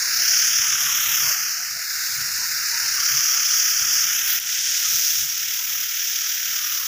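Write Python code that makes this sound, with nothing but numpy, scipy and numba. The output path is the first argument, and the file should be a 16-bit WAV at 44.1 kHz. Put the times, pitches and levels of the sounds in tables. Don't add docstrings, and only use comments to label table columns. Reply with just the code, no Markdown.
import sys
import numpy as np
from scipy import signal
from scipy.fft import rfft, irfft
from scipy.io import wavfile
from scipy.ndimage import uniform_filter1d
from numba import njit

SR = 44100
rng = np.random.default_rng(int(sys.argv[2]) if len(sys.argv) > 2 else 0)


def magnitude_from_level(level_db):
    exponent = np.asarray(level_db, float) / 20
    return 10 ** exponent


def output_pcm(signal):
    pcm = np.clip(np.atleast_2d(signal).T, -1, 1) * 32767
    wavfile.write(sys.argv[1], SR, np.round(pcm).astype(np.int16))


N = 302967
TIME = np.arange(N) / SR
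FREQ = np.arange(N // 2 + 1) * SR / N + 1


def unit(x):
    return x / np.sqrt(np.mean(x ** 2))


def curves(rows):
    s, *columns = np.transpose(rows)
    return [np.interp(TIME, s, column) for column in columns]


def colour(x, points):
    hz, db = np.transpose(points)
    gain_db = np.interp(np.log(FREQ), np.log(hz), db, left=-80, right=-80)
    return unit(irfft(rfft(x) * magnitude_from_level(gain_db), N))


def walk(rate_hz):
    hold = int(SR / rate_hz)
    steps = np.repeat(rng.standard_normal(N // hold + 1), hold)
    slewed = uniform_filter1d(uniform_filter1d(steps, hold), hold)
    return unit(slewed[:N])


def swells(peak_s, size, rise_s, fall_s, linger):
    coarse_s = TIME[::32]
    t = coarse_s - peak_s[:, None]
    rise = t / np.reshape(rise_s, (-1, 1))
    fall = -np.abs(t / np.reshape(fall_s, (-1, 1))) ** linger
    humps = size[:, None] * np.exp(np.where(t < 0, rise, fall))
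    return np.interp(TIME, coarse_s, humps.sum(axis=0))


@njit
def moving_band(x, hz, k):
    band, high = np.empty(len(x)), np.empty(len(x))
    b, l = 0., 0.
    for i in range(len(x)):
        g = np.tan(np.pi * hz[i] / SR)
        v = (b + g * (x[i] - l)) / (1 + g * (g + k))
        band[i] = k * v
        high[i] = x[i] - k * v - l - g * v
        b, l = 2 * v - b, l + 2 * g * v
    return band, high


def notch(x, hz, depth_db, k, wander):
    tremor = 0.6 * walk(130) + 0.6 * walk(24)
    centre_hz = np.clip(hz * (1 + wander * tremor), 100, 0.45 * SR)
    kept = magnitude_from_level(-0.8 * np.abs(depth_db) * (1 + 0.1 * walk(30)))
    for width in (k, 0.65 * k):
        x = x - (1 - kept) * moving_band(x, centre_hz, width)[0]
    return x


def jet():
    heard = path_notches(spray())
    heard = rumble_filter(edge_resonance(heard))
    return aimed(heard)


def spray():
    # frequency in Hz, level in dB per Hz.
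    jet_colour = [(500, -60), (1000, -13.5), (1450, -10), (2200, -7.5), (3300, -2.5), (4200, -13),
                  (5000, -7), (5750, -3), (6800, -8), (7700, -18), (9300, -20), (11000, -16.5),
                  (13000, -13.5), (15500, -5.5)]
    size_db = 3.0 * np.minimum(rng.exponential(size=N), 4)
    bursts = (rng.random(N) < 0.02) * magnitude_from_level(size_db) * np.sign(rng.standard_normal(N))
    hiss = rng.standard_normal(N) * magnitude_from_level(0.4 * walk(150))
    return colour(hiss + magnitude_from_level(-8) * unit(bursts), jet_colour)


def path_notches(x):
    # time in seconds, centre in Hz, depth in dB.
    first_notch = [(0, 3020, 24), (.18, 3400, 12), (.3, 3670, 8), (.64, 4230, 11.5), (.88, 4410, 10),
                   (1.08, 4700, 10), (1.29, 3790, 13), (1.45, 3700, 14), (1.63, 3440, 18), (1.9, 3190, 18),
                   (2.1, 3100, 12), (2.26, 3260, 14), (2.56, 3220, 22), (2.95, 3400, 11), (3.25, 3920, 8.5),
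                   (4.0, 3930, 10.5), (4.22, 4440, 10), (4.3, 4450, 4)]
    valley = [(0, 8300, 1.5), (.25, 8000, 6.5), (1.0, 8650, 5.5), (1.45, 8150, 5), (1.7, 9600, 3.5),
              (2.2, 9700, 2), (2.4, 9700, 2.5), (2.95, 8060, 3), (3.15, 8500, 7), (4.3, 8570, 4.5),
              (4.5, 9400, 3.5), (4.75, 8800, 1), (5.2, 8300, -0.5), (5.36, 9200, 3), (6.2, 8900, 4.5),
              (6.87, 8540, 3.5)]
    third_notch = [(0, 11700, 2.5), (.35, 12600, 6), (.7, 12500, 7), (.9, 12600, -3.5), (1.4, 11200, 5.5),
                   (1.9, 11700, -1), (2.85, 11500, 3.5), (3.2, 13500, 5.5), (3.5, 13200, 10),
                   (4.05, 13500, 4), (4.17, 15200, 8), (4.35, 14000, .3), (4.6, 12500, -0.5),
                   (5.0, 12500, .1), (5.35, 12600, 4), (5.7, 12100, 2), (6.1, 12100, 5), (6.87, 11900, 2)]
    upper_notch = [(0, 14000, 6), (.25, 14300, 3.5), (.7, 14600, 8), (.87, 15400, 11), (1.1, 15500, 5.5),
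                   (1.7, 14700, 3), (1.95, 13800, 0), (2.3, 14300, 3), (2.95, 14500, 4), (3.12, 14500, 0),
                   (6.87, 14500, 2.5)]
    first_hz, first_db = curves(first_notch)
    long_way = np.clip((3700 - first_hz) / 550, 0, 1)
    x = notch(x, first_hz, first_db, 0.56, 0.018)
    x = notch(x, 2890 + 0.97 * first_hz, 5.5 * long_way, 0.3, 0.01)
    x = notch(x, np.full(N, 8000.0), 2 * long_way, 0.2, 0.01)
    x = notch(x, *curves(valley), 0.38, 0.01)
    x = notch(x, *curves(third_notch), 0.3, 0.015)
    return notch(x, *curves(upper_notch), 0.35, 0.01)


def edge_resonance(x):
    # time in seconds, centre in Hz, gain in dB.
    rim = [(0, 1520, 3.5), (1.2, 1550, -0.3), (1.6, 1510, 3.5), (2.8, 1530, 4), (3.2, 1300, 3),
           (4.0, 1320, 2.5), (4.4, 1500, 0.3), (5.5, 1500, -3), (6.87, 1340, 1.5)]
    rim_hz, rim_db = curves(rim)
    return x + (magnitude_from_level(rim_db) - 1) * moving_band(x, rim_hz, 0.46)[0]


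def rumble_filter(x):
    # time in seconds, corner in Hz.
    low_edge = [(0, 1200), (.7, 1120), (1.35, 1090), (1.85, 1170), (2.85, 1240), (3.1, 1097), (3.95, 1105),
                (4.2, 1206), (4.7, 1300), (4.9, 1220), (5.35, 1165), (5.75, 1210), (6.3, 1200),
                (6.87, 1095)]
    corner_hz = curves(low_edge)[0] * (1 + 0.03 * walk(9.7))
    for k in (1.37, 1.21, 0.81, 0.32):
        x = moving_band(x, 1.085 * corner_hz, k)[1]
    return x - 0.79 * moving_band(x, 0.95 * corner_hz, 0.28)[0]


def aimed(x):
    edges_hz = [4035, 7260, 10900]
    # level over nearness in dB, dB per dB of facing, dB per dB of aim, share of a shade.
    regions = [
        (-0.21, 0.06, 0.31, 0.97),
        (7.5, 0.8, 0, 0.84),
        (-6.5, .1, -0.2, 0.62),
        (1.5, 0.53, 1.5, 1.3),
    ]
    # time in seconds, strokes per second, throb share 0-1.
    pump = [(0.0, 33.93, 0.1), (0.62, 36.63, 0.13), (1.25, 34.95, 0.13), (1.87, 36.45, 0.05),
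            (2.5, 35.23, 0.07), (3.12, 35.04, 0.14), (3.75, 35.77, 0.09), (4.37, 35.54, 0.11),
            (5.0, 36.56, 0.08), (5.62, 36.94, 0.16), (6.25, 37.14, 0.15), (6.87, 37.27, 0.14)]
    throb_shares = [1.22, 1.05, 0.27, 0.42]
    rate_hz, throb = curves(pump)
    stroke = np.cos(2 * np.pi * (0.14 + np.cumsum(rate_hz) / SR))
    near_db, *turns_db = gun()
    below = [0] + [1 / (1 + (FREQ / hz) ** 12) for hz in edges_hz] + [1]
    spectrum = rfft(x)
    out = np.zeros(N)
    for i, (over_db, *gains) in enumerate(regions):
        region = unit(irfft(spectrum * (below[i + 1] - below[i]), N))
        level_db = near_db + over_db + np.dot(gains, turns_db) + 0.64 * walk(25.01)
        out += region * magnitude_from_level(level_db) * (1 + 1.34 * throb_shares[i] * throb * stroke)
    return out


def gun():
    # time in seconds, nearness in dB, facing the port in dB, aim along the phone in dB.
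    sweep = [(0, -30, -0.5, -2.5), (.36, -29.5, 3.5, 0.5), (.8, -29, -0.4, 0.5), (1.1, -28, -1.1, 1.5),
             (1.3, -27.5, -1.1, 1.2), (1.42, -32, -2, 1), (1.75, -35.3, -1.5, -3), (1.96, -32.5, -.4, -2.5),
             (2.94, -30.5, 0.3, -1.5), (3.1, -30.5, 1.3, -0.2), (3.55, -30.5, 3, -0.6),
             (4.06, -30.5, 1.1, -0.5), (4.3, -31, -3, 4.4), (4.62, -32.5, 1, -3.5), (5.05, -34, 4.5, 2),
             (5.68, -35, -2.5, 4), (6.05, -35, 0.1, 2.5), (6.87, -35.5, -0.2, 3.5)]
    # time in seconds, loss in dB, recovery in seconds.
    shades = [
        (1.35, 2, 0.045),
        (4.395, 8.5, 0.083),
        (5.262, 2.5, 0.23),
    ]
    s, loss_db, back_s = np.transpose(shades)
    shade_db = -swells(s, loss_db, 0.0093, back_s, linger=2.05)
    return curves(sweep) + [shade_db]


def spits():
    # time in seconds, peak in dB.
    snaps = [
        (4.4005, -6),
        (4.4295, -11),
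    ]
    out = np.zeros(N)
    for s, db in snaps:
        t = TIME - s
        out += magnitude_from_level(db) * np.exp(-(t / 0.00008) ** 2) * np.sin(2 * np.pi * 13500 * t)
    return out


def leaves(level_db):
    # frequency in Hz, level in dB per Hz.
    leaf_colour = [(120, -17), (200, -4.5), (493, -9), (828, -1), (1000, 0), (1300, 1), (2200, -120)]
    patter = rng.standard_normal(N) * magnitude_from_level(1.6 * walk(40))
    return colour(patter, leaf_colour) * magnitude_from_level(level_db + 2.5)


def plops():
    # time in seconds, pitch in Hz, level in dB.
    drops = [(0.051, 1063, -47), (.2, 698, -49.5), (.32, 680, -49), (0.645, 957, -49), (.82, 720, -52),
             (0.969, 327, -49.5), (1.1, 404, -58), (1.11, 950, -46), (1.23, 550, -49), (1.259, 965, -49),
             (1.278, 1086, -42), (1.3, 665, -45), (1.37, 790, -50), (1.6, 725, -51.5), (1.78, 706, -52.5),
             (2.43, 990, -46), (2.75, 950, -45), (2.84, 916, -47), (3.001, 1170, -41.5), (3.19, 1178, -41),
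             (3.359, 877, -54), (3.87, 464, -57), (4.87, 1273, -45), (5.159, 355, -59), (5.6, 980, -53),
             (6.278, 1070, -60), (6.82, 1087, -47)]
    # time in seconds, level in dB.
    thumps = [
        (1.249, -42),
        (2.21, -40),
        (3.148, -39),
        (3.848, -44.5),
        (5.232, -50),
    ]
    events = [(s, hz, db, 0.061) for s, hz, db in drops]
    events += [(s, 133, db, 0.08) for s, db in thumps]
    out = np.zeros(N)
    sway = walk(260) + 1j * walk(260)
    for s, hz, db, length_s in events:
        near = slice(max(int((s - 2 * length_s) * SR), 0), int((s + 2 * length_s) * SR))
        t = TIME[near] - s
        noisy = 0.6 + min(hz / 900, 0.8) * sway[near]
        ring = noisy * np.exp(2j * np.pi * hz * t)
        out[near] += magnitude_from_level(db + 0.5) * np.exp(-(1.75 * t / length_s) ** 2) * ring.real
    return out


def wind(level_db):
    # frequency in Hz, level in dB per Hz.
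    wind_colour = [(13, -46), (22, -11), (38, -21), (65, 2.5), (129, 3), (198, -4), (300, -16), (390, -17),
                   (660, -120)]
    return colour(rng.standard_normal(N), wind_colour) * magnitude_from_level(level_db + 1.0 * walk(24.96) - 0.8)


def gusts():
    # time of the peak in seconds, level in dB, build-up in seconds.
    puffs = [(.25, -63, .1), (.64, -52.5, 0.31), (.73, -48, 0.029), (.87, -50.5, 0.067), (1.11, -50, 0.11),
             (1.24, -43.5, 0.033), (1.43, -60, .05), (1.77, -58, 0.14), (1.97, -60, 0.071),
             (2.22, -50, 0.079), (2.39, -51, 0.079), (2.62, -58, 0.13), (2.87, -57, 0.076),
             (3.15, -50.5, 0.17), (3.38, -62, .15), (3.56, -58, 0.076), (3.84, -50.5, 0.063),
             (4.06, -53.5, 0.13), (4.36, -56, 0.1), (4.59, -64, .1), (4.71, -62, .05), (4.95, -50, 0.064),
             (5.23, -48, 0.043), (5.49, -66, .07), (5.78, -59.5, .15), (6.09, -65, 0.056), (6.49, -61, .07),
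             (6.74, -63, 0.066), (6.87, -58, .04)]
    calm_db, fall_s = -71, 0.03
    s, db, rise_s = np.transpose(puffs)
    return 20 * np.log10(magnitude_from_level(calm_db) + swells(s, magnitude_from_level(db), rise_s, fall_s, linger=0.65))


def scene():
    near_db, _, _, shade_db = gun()
    wind_db = gusts()
    leaf_db = -57.5 + (near_db - near_db.mean()) + 0.55 * shade_db
    leaf_db = leaf_db + 0.073 * (wind_db - wind_db.mean())
    mix = jet() + spits() + leaves(leaf_db) + plops() + wind(wind_db)
    return mix[None]


def top_cut(x):
    return signal.sosfilt(signal.butter(12, 16860, fs=SR, output="sos"), x)


def record(dry):
    top_hz = 15550
    mix = irfft(rfft(dry) * (FREQ < top_hz), N)
    return top_cut(mix)


dry = scene()
out = record(dry)
output_pcm(out)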